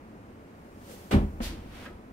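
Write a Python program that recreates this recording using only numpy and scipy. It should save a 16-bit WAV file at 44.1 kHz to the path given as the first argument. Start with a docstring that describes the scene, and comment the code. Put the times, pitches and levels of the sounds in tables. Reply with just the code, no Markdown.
"""Inside a padded golf booth, a stereo pair of microphones hears ventilation (steady coloured noise) throughout.
A jacket swishes (rubbing noise) and the arms whoosh; a heavy rubber ball slaps the hanging screen (noise burst).
The ball's air rings, the screen thumps and snaps taut again (damped modes), and the booth booms on in the bass.
The ball knocks more lightly on the mat, the screen slides back with a hiss and a soft low bump,
and a soft scuff ends in a short tap."""
import sys
import numpy as np
from scipy.fft import rfft, irfft, next_fast_len
from scipy.io import wavfile
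from scipy.ndimage import map_coordinates

SR = 44100
rng = np.random.default_rng(int(sys.argv[2]) if len(sys.argv) > 2 else 0)


def bounce(signal):
    """Save signal as a 16-bit WAV file at the path given by the first command-line argument."""
    frames = np.transpose(np.atleast_2d(signal))
    limited = np.clip(frames, -1, 1)
    pcm = np.round(limited * 32767).astype(np.int16)
    wavfile.write(sys.argv[1], SR, pcm)


N = 93844  # samples, about 2.13 s

# Ventilation: noise spectrum [f/Hz, relative density/dB]; its rms level
AIR_COLOUR = [(25, -12), (50, -3.5), (100, -1), (145, -7.5), (215, 0.5), (300, -3), (420, -7), (1100, -15),
              (2500, -25.5), (3500, -36), (7000, -40), (15500, -46)]
AIR_DB = -48.5
# Likeness of left and right in all noise [f/Hz, correlation]
LEFT_RIGHT_LIKENESS = [(250, .99), (700, 0.65), (1500, 0.34), (4000, 0.04)]
# Extra time to the right microphone, for the farther and the nearer-to-centre sounds
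LEFT_LEAD_S, SLIGHT_LEAD_S = .00035, .00005
TOP_HZ = 15740  # band limit

# Jacket rubbing during the swing [t/s, level/dB before a random offset]
SWING_STROKE = [(0, -85), (.74, -68.5), (.82, -61), (.87, -55.5), (.915, -49.5), (.98, -54), (1.06, -57),
                (1.24, -64), (1.38, -80)]
# Jacket cloth: noise spectrum [f/Hz, relative density/dB]
JACKET_COLOUR = [(40, 11), (200, 16), (550, 10.5), (1000, 6), (6000, 1.5), (15500, -1.5)]
# Air pushed by the arms: noise spectrum [f/Hz, relative density/dB]
WHOOSH_COLOUR = [(350, -26), (540, 2), (800, -35)]
# Decay of the whoosh [f/Hz, t60/s]
WHOOSH_DECAY = [(500, 0.27)]

HIT_S, HIT_GIVE_S = 1.108, .01  # first touch; time until the screen pulls taut
# Slap of ball on cloth: noise spectrum [f/Hz, relative density/dB]
SLAP_COLOUR = [(150, 2), (500, 4.5), (900, 4.5), (1600, -2.5), (3200, -7), (4500, -13), (6500, -22),
               (12000, -24), (15500, -37)]
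# Decay of the slap [f/Hz, t60/s]
SLAP_DECAY = [(300, 0.37), (2000, 0.33), (5000, 0.2), (10000, 0.23)]
# Thud of the cloth, under the screen's modes: noise spectrum [f/Hz, relative density/dB]
THUD_COLOUR = [(20, -9), (85, -4), (120, 7), (180, 4), (400, -4.5), (750, -15.5), (1400, -31), (4000, -77)]
# Decay of the thud [f/Hz, t60/s]
THUD_DECAY = [(50, .2), (1000, .23)]
THUD_DB = -26
# Modes of the struck screen once slack [f/Hz, level/dB at the first blow, t60/s]
SCREEN_MODES = [(40, -19, .4), (74, -11, .12), (105, -20, .12), (142, -19, .17), (185, -14, .13),
                (243, -16, .13), (300, -25, .17), (362, -21, .19), (520, -28, .16), (715, -32, .2)]
SCREEN_RISE_S, RISE_LAW = .0385, .46  # swell of a 100 Hz mode; higher modes swell sooner
TAUT_SHARP, SLACKEN_S = .15, .08  # starts sharp by this share, sinks with this time constant
WAVER_RAD, WAVERS_PER_S = .7, 35  # random phase wander of the screen's modes: size, points per second
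REBOUND_S, REBOUND_DB = 1.205, -12.5  # the screen snaps taut once more, weaker than the blow

# Air inside the ball [f/Hz, level/dB at the screen, t60/s]
BALL_MODES = [(1125, -43, .25), (1357, -44, .25), (1795, -38.5, .16), (1990, -42, .16), (2164, -44, .24),
              (2403, -38, .19), (2930, -41, .15), (3480, -45, .15), (4170, -46, .15)]
BALL_ON_MAT_DB = -17  # relative to the ring at the screen
# Upper modes of the ball: level at 3 kHz before random strengths, change per octave, decay
OVERTONE_DB, OVERTONE_FALL_DB, OVERTONE_T60_S = -43.5, -4, .2

# Low resonances of the booth that outlast the blow [f/Hz, level/dB, t60/s]
BOOTH_MODES = [(75.5, -40, 1.6), (205, -34, .65)]
# Rumble of the booth: noise spectrum [f/Hz, relative density/dB]
BOOM_COLOUR = [(25, -9), (45, 6), (80, 2.5), (130, -7), (230, -3), (400, -17.5), (800, -20), (3000, -44.5)]
# Decay of the rumble [f/Hz, t60/s]
BOOM_DECAY = [(50, 3), (250, 3.1), (1000, 1.1)]
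BOOM_DB = -42.5

KNOCK_S, KNOCK_DB = 1.402, -39.5  # the ball lands on the mat: time, level of the contact noise
# Contact of ball and mat: noise spectrum [f/Hz, relative density/dB]
KNOCK_COLOUR = [(60, -18), (230, -3), (600, -2), (1200, -5), (2500, -11), (5000, -31), (12000, -44)]
# Decay of the contact noise [f/Hz, t60/s]
KNOCK_DECAY = [(200, 0.12), (3000, 0.089)]
# Modes of the ball on the mat [f/Hz, level/dB, t60/s]
MAT_MODES = [(41, -28.5, .5), (228, -22, .085), (512, -35, .08), (1290, -43, .05)]

SLIDE_S, SLIDE_RISE_S, SLIDE_HOLD_S = 1.405, .02, .056  # hiss: start, swell, delay until it fades
# Hiss of the sliding screen: noise spectrum [f/Hz, relative density/dB]
SLIDE_COLOUR = [(60, 5), (300, 8), (700, 0.5), (1200, -2.5), (2300, 2), (4500, 2), (7000, -5.5),
                (11000, -6.5), (14000, -10), (15500, -17)]
# Decay of the hiss [f/Hz, t60/s]
SLIDE_DECAY = [(300, .7), (2500, .45), (6000, .29), (13000, .25)]
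BUMP_S, BUMP_RISE_S = 1.505, .022  # soft low bump: start, swell
# Modes of the bump [f/Hz, level/dB, t60/s]
BUMP_MODES = [(100, -41, .16), (245, -41, .12), (322, -36, .14)]

# Rubbing of the scuff [t/s, level/dB before a random offset]
SCUFF_STROKE = [(1.45, -73), (1.58, -61), (1.69, -57), (1.76, -49), (1.855, -48), (1.89, -57), (1.97, -67),
                (2.12, -75)]
# Scuff: noise spectrum [f/Hz, relative density/dB]
SCUFF_COLOUR = [(60, 4), (300, 5), (800, 0), (1700, 0), (3300, -3.5), (5000, -10.5), (7000, -16),
                (12000, -17), (15500, -22)]
STOP_S, STOP_RISE_S, STOP_HOLD_S = 1.853, .006, .01  # closing tap: start, swell, delay until it fades
# Tap: noise spectrum [f/Hz, relative density/dB]
STOP_COLOUR = [(100, -2), (330, 7.5), (850, -4), (1300, 2), (1750, 0), (2200, -1), (4000, -9), (15000, -52)]
# Decay of the tap's noise [f/Hz, t60/s]
STOP_DECAY = [(300, 0.57), (1300, 0.22), (3000, 0.078)]
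# Modes of the tap [f/Hz, level/dB, t60/s]
TAP_MODES = [(335, -46, .25), (1285, -49, .25), (1630, -41.5, .09), (1850, -48, .1)]


def amp(db):
    """Decibels to gain."""
    return 10 ** (np.asarray(db) / 20)


def unit(x):
    """Scale to rms 1."""
    return x / np.sqrt(np.mean(x ** 2) + 1e-20)


def along(points, hz):
    """Read (Hz, value) points on a log frequency axis."""
    f, value = np.transpose(points)
    return np.interp(np.log(hz + 1), np.log(f + 1), value)


def since(start):
    """Seconds since start, zero before it."""
    return np.maximum(np.arange(N) / SR - start, 0)


def swell(t, rise):
    """A smooth onset from 0 to 1."""
    return 1 - np.exp(-(t / rise) ** 2)


def filtered(x, response):
    """Multiply the spectrum of x by a response of frequency."""
    size = next_fast_len(N + SR // 4)
    spectrum = rfft(x, size) * response(np.fft.rfftfreq(size, 1 / SR))
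    return irfft(spectrum, size)[..., :N]


def noise(colour):
    """Coloured stereo noise of rms 1, near mono in the bass."""
    def mid_side_response(hz):
        # this angle between mid and side gives the wanted left-right correlation
        angle = np.arccos(np.clip(along(LEFT_RIGHT_LIKENESS, hz), -1, 1)) / 2
        return amp(along(colour, hz)) * [np.cos(angle), np.sin(angle)]

    mid, side = filtered(rng.standard_normal((2, N)), mid_side_response)
    return unit(np.array([mid + side, mid - side]))


def fading(x, age, t60):
    """Let each of six overlapping bands of x die at its own speed."""
    centres = np.geomspace(50, 12800, 6)  # Hz
    out = 0
    for hz, weight in zip(centres, np.eye(len(centres))):
        crossfade = list(zip(centres, weight))
        band = filtered(x, lambda f: along(crossfade, f))
        out = out + band * amp(-60 * age / along(t60, hz))
    return out


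def burst(start, colour, t60, level_db, rise, hold):
    """Noise that swells, holds and dies away; times in seconds."""
    body = fading(noise(colour), since(start + hold), t60)
    return amp(level_db) * swell(since(start), rise) * body


def ring(start, modes, rise, law=0, scatter=0, cloth=False):
    """Damped modes: law makes low ones swell slower, scatter (rad) parts the sides, cloth sinks and wavers."""
    t, out = since(start), np.zeros((2, N))
    for hz, db, t60 in modes:
        own_rise = rise * (100 / hz) ** law
        phase = 2 * np.pi * hz * t + scatter * rng.uniform(-.75, 1, (2, 1))
        if cloth:
            # a sharp start that sinks to the mode's own pitch
            phase += 2 * np.pi * hz * TAUT_SHARP * SLACKEN_S * (1 - np.exp(-t / SLACKEN_S))
            phase += WAVER_RAD * map_coordinates(rng.standard_normal(N), [t * WAVERS_PER_S])
        decay = amp(db - 60 * np.maximum(t - own_rise, 0) / t60)
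        out += decay * swell(t, own_rise) * np.sin(phase)
    return out


def rubbing(stroke, colour):
    """Friction noise that follows a stroke, with a random level offset that hardly drifts."""
    t = since(0)
    offset_db = 1.2 * map_coordinates(rng.standard_normal(N), [t * 300 / SR], order=1)
    stroke_db = np.interp(t, *np.transpose(stroke))
    return amp(stroke_db + offset_db) * noise(colour)


def leading(x, lead):
    """Stereo sound that reaches the left microphone lead seconds before the right."""
    sides = np.array([[1], [-1]])
    return filtered(x, lambda hz: np.exp(1j * np.pi * hz * lead * sides))


def ventilation():
    """Moving air makes a steady noise, strongest in the bass."""
    return amp(AIR_DB) * noise(AIR_COLOUR)


def swing():
    """The jacket swishes by friction, and the arms push a low whoosh of air."""
    jacket = rubbing(SWING_STROKE, JACKET_COLOUR)
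    whoosh = burst(.87, WHOOSH_COLOUR, WHOOSH_DECAY, level_db=-49.5, rise=.023, hold=.06)
    return jacket + whoosh


def screen_thump(start):
    """The stretched screen rings in low modes that start sharp and sink as it slackens."""
    return ring(start, SCREEN_MODES, SCREEN_RISE_S, RISE_LAW, cloth=True)


def screen_hit():
    """The ball slaps the cloth; the screen pulls taut, thumps and rebounds."""
    slap = burst(HIT_S, SLAP_COLOUR, SLAP_DECAY, level_db=-28.5, rise=.0027, hold=.026)
    taut = HIT_S + HIT_GIVE_S
    thud = burst(taut, THUD_COLOUR, THUD_DECAY, level_db=THUD_DB, rise=.014, hold=.064)
    rebound = amp(REBOUND_DB) * screen_thump(REBOUND_S)
    return slap + thud + screen_thump(taut) + rebound


def ball_overtones(count):
    """The ball's crowded upper modes, each with its own strength and phase on either side."""
    t, out = since(HIT_S), np.zeros((2, N))
    for k, (place, left, right, shift) in enumerate(rng.random((count, 4))):
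        hz = 2500 + 13000 * (k + 2 * place) / count
        turns = hz * t + np.array([[place], [shift]])
        pair = np.array([[left], [right]]) * np.sin(2 * np.pi * turns)
        out += pair * amp(OVERTONE_FALL_DB * np.log2(hz / 3000))
    return out * amp(OVERTONE_DB - 60 * t / OVERTONE_T60_S) * swell(t, .008)


def ball_ring():
    """The air inside the ball rings at the screen, and faintly on the mat."""
    on_screen = ring(HIT_S, BALL_MODES, rise=.01, scatter=2.04) + ball_overtones(count=48)
    on_mat = amp(BALL_ON_MAT_DB) * ring(KNOCK_S, BALL_MODES, rise=.0017, scatter=.63)
    return on_screen + on_mat


def booth_boom():
    """After the blow the padded booth rings and rumbles on in the bass."""
    resonances = ring(HIT_S, BOOTH_MODES, SCREEN_RISE_S)
    rumble = burst(HIT_S, BOOM_COLOUR, BOOM_DECAY, level_db=BOOM_DB, rise=.018, hold=.45)
    return resonances + rumble


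def mat_knock():
    """The ball lands on the mat: contact noise and a short hollow knock of damped modes."""
    contact = burst(KNOCK_S, KNOCK_COLOUR, KNOCK_DECAY, level_db=KNOCK_DB, rise=.001, hold=.007)
    return contact + ring(KNOCK_S, MAT_MODES, rise=.007, law=.9)


def screen_slide():
    """The slack screen swings back with a hiss of cloth and settles with a soft bump."""
    hiss = burst(SLIDE_S, SLIDE_COLOUR, SLIDE_DECAY, level_db=-37.5, rise=SLIDE_RISE_S, hold=SLIDE_HOLD_S)
    return hiss + ring(BUMP_S, BUMP_MODES, BUMP_RISE_S)


def scuff():
    """A soft friction noise, perhaps a shoe turning on the mat, grows and ends in a short tap."""
    tap_noise = burst(STOP_S, STOP_COLOUR, STOP_DECAY, level_db=-42.5, rise=STOP_RISE_S, hold=STOP_HOLD_S)
    tap = tap_noise + ring(STOP_S, TAP_MODES, STOP_RISE_S)
    return rubbing(SCUFF_STROKE, SCUFF_COLOUR) + tap


def scene():
    """The throw and its sequel in the booth, over the ventilation, by their lead at the left microphone."""
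    left_first = ventilation() + swing() + screen_hit() + booth_boom() + mat_knock()
    near_centre = ball_ring() + screen_slide() + scuff()
    return leading(left_first, LEFT_LEAD_S) + leading(near_centre, SLIGHT_LEAD_S)


def record(dry):
    """Nothing is kept above the band limit."""
    return filtered(dry, lambda hz: hz < TOP_HZ)


dry = scene()
out = record(dry)
bounce(out)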